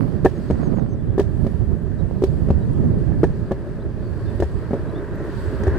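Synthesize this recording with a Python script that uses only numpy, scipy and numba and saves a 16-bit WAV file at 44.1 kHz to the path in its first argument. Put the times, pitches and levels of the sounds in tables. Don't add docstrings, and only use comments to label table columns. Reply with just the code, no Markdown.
import sys
import numpy as np
from scipy import signal
from scipy.io import wavfile
from scipy.ndimage import uniform_filter1d
from numba import njit

SR = 44100
rng = np.random.default_rng(int(sys.argv[2]) if len(sys.argv) > 2 else 0)


def log_audio(samples):
    frames = np.atleast_2d(samples).T
    limited = np.clip(frames, -1, 1)
    pcm = np.round(limited * 32767).astype(np.int16)
    wavfile.write(sys.argv[1], SR, pcm)


N = 254898

# start_s, length_s, start_hz, level_db
SONG_NOTES = [(0.347, 0.054, 6560, -69), (.475, 0.071, 6660, -67), (.615, 0.084, 6600, -65),
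              (.745, .062, 6770, -65), (.885, 0.07, 6270, -65)]
SONG_FALL_S, SONG_FALL_HZ = .066, 760
# start_s, length_s, start_hz, target_hz, level_db, left_minus_right_db
BIRD_CALLS = [(0.788, 0.058, 3740, 3640, -71, 0), (.985, .04, 3480, 3400, -70, 0),
              (1.085, .07, 3420, 3300, -72, 0), (1.985, 0.032, 3800, 3850, -64, -4),
              (2.264, 0.026, 4660, 4370, -59, -4), (2.602, .04, 3900, 3850, -67, -9),
              (3.8, .016, 3350, 3600, -61, 0), (3.818, 0.015, 3900, 3980, -61.5, 2),
              (4.006, 0.13, 4550, 4280, -73, 24), (4.26, 0.05, 3600, 3580, -60, -4),
              (4.88, .034, 3600, 4000, -62, 4), (4.944, .062, 3300, 3640, -57, 0)]
# time_s, left_db, right_db, right_centre_hz
PORT_WIND = [(0, -30, -13, 148), (.35, -32, -22, 79), (.6, -28, -16, 142), (.8, -29.5, -16.5, 145),
             (.97, -27, -19, 86), (1.5, -29.5, -14.5, 78.3), (2, -32.5, -18.5, 77),
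             (2.45, -25, -15.5, 87.4), (2.75, -23, -16, 95), (2.9, -18, -12.5, 108),
             (3.05, -26.5, -15.5, 94), (3.2, -22.5, -14.5, 91), (3.55, -30.5, -27, 87),
             (4.1, -28.5, -22, 83.5), (4.5, -30, -21.5, 85), (5.2, -31.5, -27, 86), (5.62, -27, -18.5, 78),
             (5.78, -21, -26, 77)]
# time_s, centre_hz
LEFT_WIND_CENTRE = [(0, 157), (1, 203), (3.3, 150), (4.6, 95), (5.78, 85)]
# start_s, peak_db (before the last softening)
GUST_POPS = [(.009, -6), (0.083, -12), (0.542, -27), (.631, -4.5), (0.7, -19), (.741, -7), (0.785, -3.5),
             (0.887, -18), (0.99, -26), (1.366, -25), (1.534, -14), (1.718, -14), (2.111, -6.5),
             (2.612, -16), (2.917, -26.5), (3.093, -12), (3.12, -7.5)]
# time_s, roar_db, low_rattle_db, high_rattle_db
ROLLING = [(0, -54.5, -63.5, -69), (.24, -50, -67.5, -80), (.45, -50.5, -60.5, -81),
           (.66, -51.5, -62.5, -79), (.9, -57.5, -70.5, -90), (1.2, -52, -71.5, -77),
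           (1.4, -51.5, -63, -71.5), (1.8, -54.5, -70.5, -74), (2.08, -53, -68.5, -76),
           (2.32, -51.5, -63.5, -72.5), (2.8, -51, -68, -73), (3.4, -50.5, -67, -79), (3.9, -51, -72, -78),
           (4.25, -48.5, -64.5, -72), (4.62, -46, -64, -74), (5.15, -43, -70, -75), (5.4, -41.5, -59, -70),
           (5.78, -38.5, -64, -75)]
# freq_hz, relative_db_per_hz
ROAR_SPECTRUM = [(350, -30), (600, -4), (796, -34), (933, 1), (1270, -8), (1610, -3), (1800, -5.5),
                 (2030, -18.5), (2600, -24.5), (3380, -54), (5720, -120)]
# freq_hz, relative_db_per_hz
HISS_SPECTRUM = [(1500, -20), (2000, -11.5), (2800, -8.5), (4000, -13.5), (5600, -18.5), (6500, -19),
                 (9000, -20), (11500, -24.5), (14000, -32.5), (16000, -27)]
# freq_hz, likeness
STEREO_LIKENESS = [(60, 0.13), (130, 0.1), (290, 0.23), (640, 0.17), (1410, 0.79), (3100, 0.062),
                   (8000, 0.16), (15000, 0.22)]
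REF_ROAR_DB, REF_RATTLE_DB = -50, -68
HISS_DB, HISS_PER_ROAR, HISS_PER_RATTLE = -61, .25, .4
HUM_DB, HUM_PER_ROAR = -34.5, 0.55
# freq_hz, level_db
WHINE_PAIR = [(7852, -86.5), (7882, -86)]
# freq_hz, level_db (at loudest rattle), t60_s (each of two resonators), growth_db_per_db
# level_db is added to the rattle level
LOW_BEARING_MODES = [(4550, 1, 0.0021, 1.24), (7980, -6.5, 0.0032, 1.8)]
HIGH_BEARING_MODES = [(10350, 2.5, 0.0023, 2), (12900, -3, .0025, 2.5)]
# start_s, length_s, start_hz, target_hz, level_db
BEARING_SQUEAKS = [(1.5, .02, 10900, 11000, -70), (1.82, .02, 12100, 12200, -72),
                   (2.1, .025, 12000, 12100, -75), (5.228, .055, 12600, 13400, -72),
                   (5.41, .02, 11000, 11300, -69), (5.565, 0.051, 12500, 13000, -72)]
# time_s, centre_hz
WHEEL_RING_PITCH = [(0, 1810), (3.3, 1700), (4.7, 1584), (5.78, 1530)]
WHEEL_RING_DB, WHEEL_RING_DAMPING = -9, 0.087
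# start_s, relative_db, freq_hz
GRIT_TICKS = [(2.733, -34, 9700), (3.0, -46, 10000), (5.157, -36, 13300), (5.638, -25, 6150),
              (5.673, -29, 5470)]
# start_s, push_db
WEIGHT_THUDS = [(0.2585, -27), (.504, -11), (1.1792, -28), (1.4444, -17), (2.229, -13), (2.5022, -4),
                (3.233, -22), (3.514, -17.5), (4.401, -12), (4.4238, -7), (4.705, -21), (5.635, -11),
                (5.674, -4.5)]
# start_s, axle, knock_db, crack_db, hardness_db_per_octave
JOINT_DROPS = [(0.2469, "front", -8.5, -18, 1.5), (0.2514, "front", -5, -27, 3),
               (0.2579, "front", -3.5, -32, 9), (.501, "rear", -12, -28, -0.5),
               (0.5074, "rear", -8.5, -27, -1), (1.1788, "front", -12.5, -26, 4.5),
               (1.194, "front", -7, -22, 3), (1.206, "front", -13, -32, 4),
               (1.4468, "rear", -19.5, -42, -7.5), (1.465, "rear", -15.5, -27, 1.5),
               (2.2206, "front", -13, -30.5, -5), (2.2366, "front", -8, -20.5, -1.5),
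               (2.486, "rear", -17, -33, 0.5), (2.503, "rear", -8.5, -26, 1.5),
               (3.2321, "front", -5, -26.5, -6), (3.2385, "front", -5, -28.5, 5),
               (3.5095, "rear", -15, -35, 6), (3.5155, "rear", -9, -25, 4.5), (4.4, "front", -18, -24, 5.5),
               (4.422, "front", -13, -29, 7.5), (4.431, "front", -16, -36, 4),
               (4.708, "rear", -16, -35, -2.5), (4.732, "rear", -10.5, -34, 0.5),
               (4.739, "rear", -12.5, -40, 0), (5.633, "front", -22, -29, 9),
               (5.668, "front", -16, -33, 7.5), (5.678, "front", -19.5, -35, 8.5)]
AXLE_REAR_SHARE = {"front": 0.32, "rear": 0.86}
# freq_hz, front_db, rear_db, rolling_db (all relative), t60_s (for knocks)
DECK_MODES = [(226.5, -22, 5, -15.5, 0.049), (306, -20.5, -18, -34.5, 0.083), (384.3, 6, -7.5, 8.5, 0.057),
              (455, -29.5, -21.5, -5, 0.12), (544.7, -18.5, -13, -5.5, 0.074), (669, -7.5, -9, -9.5, 0.024),
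              (772, -15, -17, -21, 0.042), (937, -19.5, -19, -38.5, 0.034),
              (1130, -36.5, -22, -25.5, 0.034), (1370, -44, -56, -21, 0.043), (1673, -28.5, -28, -32, 0.05),
              (1780, -23.5, -33, -39.5, 0.04)]
CUTOFF_HZ = 15750


def amp(db):
    return 10 ** (np.asarray(db) / 20)


def rms_one(x):
    return x / np.sqrt(np.mean(x ** 2) + 1e-20)


def in_time(rows):
    s, *columns = np.transpose(rows)
    return [np.interp(np.arange(N) / SR, s, c) for c in columns]


def at_hz(points, hz):
    table = np.array(points)
    return np.interp(np.log(hz), np.log(table[:, 0]), table[:, 1])


def drift(rate_hz):
    step = 40
    r = np.exp(-2 * np.pi * rate_hz * step / SR)
    white = rng.standard_normal(N // step + 2002)
    slow = signal.lfilter([1], [1, -2 * r, r * r], white)[2000:]
    return np.interp(np.arange(N) / step, np.arange(len(slow)), rms_one(slow - slow.mean()))


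def band_filter(x, order, low_hz, high_hz):
    return signal.sosfilt(signal.butter(order, [low_hz, high_hz], "band", fs=SR, output="sos"), x)


def ring(push, hz, t60_s):
    r, w = amp(-60 / (t60_s * SR)), 2 * np.pi * hz / SR
    return signal.lfilter([0, np.sin(w)], [1, -2 * r * np.cos(w), r * r], push + 1e-18)


def clicks(times_s, sizes):
    out = np.zeros(N)
    np.add.at(out, (np.asarray(times_s) * SR).astype(int), sizes)
    return out


def fade(x, t60_s):
    return signal.lfilter([1], [1, -amp(-60 / (t60_s * SR))], x + 1e-18)


def soften(x, hz):
    r = np.exp(-2 * np.pi * hz / SR)
    return signal.lfilter([(1 - r) ** 2], [1, -2 * r, r * r], x + 1e-18)


@njit
def sweep(x, hz, damping):
    out, low, band = np.zeros(len(x)), 0., 0.
    for i in range(len(x)):
        f = 2 * np.pi * hz[i] / SR
        band += f * (x[i] - low - damping * band)
        low += f * band
        out[i] = band / np.sqrt(f)
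    return out


def whistles(notes, waver_share, flicker_db):
    out, waver = np.zeros((2, N)), drift(90)
    for s, length_s, start_hz, target_hz, db, pan_db in notes:
        u = np.linspace(0, 1, int(length_s * SR))
        first = int(s * SR)
        span = slice(first, first + len(u))
        bend = u ** 3.8 if target_hz < start_hz else np.sin(2.5 * u)
        hz = (start_hz + (target_hz - start_hz) * bend) * (1 + waver_share * waver[span])
        envelope = np.sqrt(2) * amp(db) * np.sin(np.pi * u) ** .5
        note = envelope * np.sin(2 * np.pi * np.cumsum(hz) / SR)
        out[:, span] += note * amp([[pan_db / 2], [-pan_db / 2]])
    return out * amp(flicker_db * drift(60))


def birds():
    song = []
    for s, length_s, hz, db in SONG_NOTES:
        fall_hz = SONG_FALL_HZ * (length_s / SONG_FALL_S) ** 2
        song.append((s, length_s, hz, hz - fall_hz, db, 0))
    return whistles(song + BIRD_CALLS, waver_share=.005, flicker_db=3.0)


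def port_wind(level_db, centre_hz, damping, lumpy_db, skirt, buffet_db, roof_hz):
    white = rng.standard_normal((2, N)) * amp(lumpy_db * drift(18.0))
    eddies = sweep(sweep(white[0], centre_hz, damping), centre_hz, skirt)
    eddies = soften(eddies, roof_hz)
    eddies = eddies / np.sqrt(uniform_filter1d(eddies ** 2, SR // 2))
    buffet = band_filter(white[1], 2, 22, 70)
    return amp(level_db) * (eddies + amp(buffet_db) * rms_one(buffet))


def gust_pops(level_db, centre_hz):
    ticks = rng.random(N) < 260 / SR
    sizes = amp(4.9 * np.minimum(rng.exponential(1, N), 4))
    ticks = ticks * sizes * rng.choice([-1, 1], N)
    tick_db = level_db - 37.5 + 37.0 * np.log2(centre_hz / 110)
    small = amp(tick_db) * rms_one(band_filter(ticks, 3, 220, 1450))

    s, peak_db = np.transpose(GUST_POPS)
    unit_peak = band_filter(clicks([0], 1)[:SR // 10], 2, 110, 650).max()
    deep = band_filter(clicks(s, amp(peak_db)) + 1e-18, 2, 110, 650)
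    return small + soften(deep, 650) / unit_peak


def wind():
    left_db, right_db, right_hz = in_time(PORT_WIND)
    left_hz, = in_time(LEFT_WIND_CENTRE)
    left = port_wind(left_db, left_hz, damping=0.43, lumpy_db=0.5, skirt=1.27, buffet_db=-8, roof_hz=700)
    right = port_wind(right_db, right_hz, damping=1.32, lumpy_db=2.5, skirt=1.62, buffet_db=-8, roof_hz=844)
    return np.array([left, right + gust_pops(right_db, right_hz)])


def whine():
    return sum(amp(db) * rms_one(ring(rng.standard_normal(N), hz, 0.35)) for hz, db in WHINE_PAIR)


def noise_bands(spectrum, low_hz, high_hz, patchy_db, count):
    out, edges = 0, np.geomspace(low_hz, high_hz, count)
    white, together = rng.standard_normal((2, 2, N)), drift(2.7)
    for k, (low, high) in enumerate(zip(edges, edges[1:])):
        mid, side = band_filter(white[k % 2], 2, low, high)
        hz = np.sqrt(low * high)
        alike = np.clip(at_hz(STEREO_LIKENESS, hz), -1, 1)
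        gain = amp(at_hz(spectrum, hz) + patchy_db * (.6 * together + drift(5)))
        out = out + gain * (np.sqrt(1 + alike) * mid + np.sqrt(1 - alike) * side * [[1], [-1]])
    return rms_one(out)


def wheel_noise(roar_db, low_rattle_db):
    hiss_db = HISS_DB + HISS_PER_ROAR * (roar_db - REF_ROAR_DB)
    hiss_db = hiss_db + HISS_PER_RATTLE * (low_rattle_db - REF_RATTLE_DB)
    roar = amp(roar_db) * noise_bands(ROAR_SPECTRUM, 574, 2560, patchy_db=1.64, count=12)
    hiss = amp(hiss_db) * noise_bands(HISS_SPECTRUM, 2000, 16500, patchy_db=1.15, count=13)
    return roar + hiss


def wheel_ring(roar_db):
    hz, = in_time(WHEEL_RING_PITCH)
    mid, side = (rms_one(soften(sweep(grain, hz, WHEEL_RING_DAMPING), 2400))
                 for grain in rng.standard_normal((2, N)))
    return amp(roar_db + WHEEL_RING_DB + 2.0 * drift(6.3)) * (mid + .45 * side * [[1], [-1]])


def bearings(level_db, modes):
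    out, loudest_db = 0, level_db.max()
    for hz, db, t60_s, growth in modes:
        mid, side = rng.standard_normal((2, N)) * amp(1.5 * drift(30))
        chatter = mid + 0.84 * side * [[1], [-1]]
        gain = amp(db + loudest_db + growth * (level_db - loudest_db) + 1.2 * drift(1.2))
        out = out + gain * rms_one(ring(ring(chatter, hz, t60_s), hz, t60_s))
    return out


def squeaks():
    return whistles([row + (0,) for row in BEARING_SQUEAKS], waver_share=.006, flicker_db=6.0)


def grit():
    out = 0
    for s, db, hz in GRIT_TICKS:
        tick = clicks([s], amp(db - 27.5))
        out = out + ring(ring(tick, hz, 0.0018), hz, 0.0065)
    return out


def thuds():
    s, push_db = np.transpose(WEIGHT_THUDS)
    push = soften(clicks(s, amp(push_db)), 190)
    push_rate = np.diff(push, prepend=0) * SR / (2 * np.pi * 85)
    return ring(push_rate, 73.9, 0.15)


def wheel_drops():
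    s, axle, knock_db, crack_db, hardness_db = zip(*JOINT_DROPS)
    rear = np.clip([AXLE_REAR_SHARE[a] for a in axle], 0, 1)
    return np.array(s), np.array(knock_db), np.array(crack_db), rear, np.array(hardness_db)


def cracks():
    s, _, crack_db, rear, _ = wheel_drops()
    out = 0
    mid, side = rng.standard_normal((2, N))
    clatter = (mid + side * [[1], [-1]]) * amp(3.35 * drift(450) - 1.0)
    clatter = signal.sosfilt(signal.butter(2, 1500, "high", fs=SR, output="sos"), clatter)
    for share, roof_hz in ((1 - rear, 6500), (rear, 3000)):
        blows = soften(clicks(s + 0.001, share * amp(crack_db)), 170)
        slam = fade(blows, 0.017) + amp(-17.5) * fade(blows, 0.18)
        out = out + slam * soften(soften(clatter, roof_hz), 8900)
    return out


def deck(hum_db):
    s, knock_db, _, rear, hardness_db = wheel_drops()
    shape = (len(s), len(DECK_MODES))
    spread, late = rng.standard_normal(shape), rng.random(shape)
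    grain = rng.standard_normal(N) * amp(2.3 * drift(10.5))
    knocks, hum = 0, 0
    for k, (hz, front_db, rear_db, roll_db, t60_s) in enumerate(DECK_MODES):
        blows = amp(knock_db + front_db + rear * (rear_db - front_db) + 0.5 * spread[:, k])
        blows *= amp(hardness_db * np.log2(hz / 400))
        arrive_s = s + 0.001313 * late[:, k] * (hz > 600)
        drop = clicks(arrive_s, 0.6 * blows * (hz < 600))
        far_edge = clicks(arrive_s + 0.001158, 0.9 * blows)
        force = soften(far_edge - drop, 1900)
        knocks = knocks + ring(force, hz, t60_s)
        hum = hum + amp(roll_db) * rms_one(ring(grain, hz, 0.33 * t60_s)) * (-1) ** k
    return knocks + amp(hum_db) * rms_one(hum)


def scene():
    roar_db, low_db, high_db = in_time(ROLLING)
    hum_db = HUM_DB + HUM_PER_ROAR * (roar_db - REF_ROAR_DB)
    background = birds() + wind()
    rolling = whine() + wheel_noise(roar_db, low_db) + wheel_ring(roar_db)
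    rattle = bearings(low_db, LOW_BEARING_MODES) + bearings(high_db, HIGH_BEARING_MODES) + squeaks()
    impacts = grit() + thuds() * amp([[1.5], [-1.5]]) + cracks()
    return background + rolling + rattle + impacts + deck(hum_db)


def record(dry):
    rounded = 1.1 * np.tanh(dry / 1.1)
    return signal.sosfilt(signal.ellip(12, .5, 70, CUTOFF_HZ, fs=SR, output="sos"), rounded)


dry = scene()
out = record(dry)
log_audio(out)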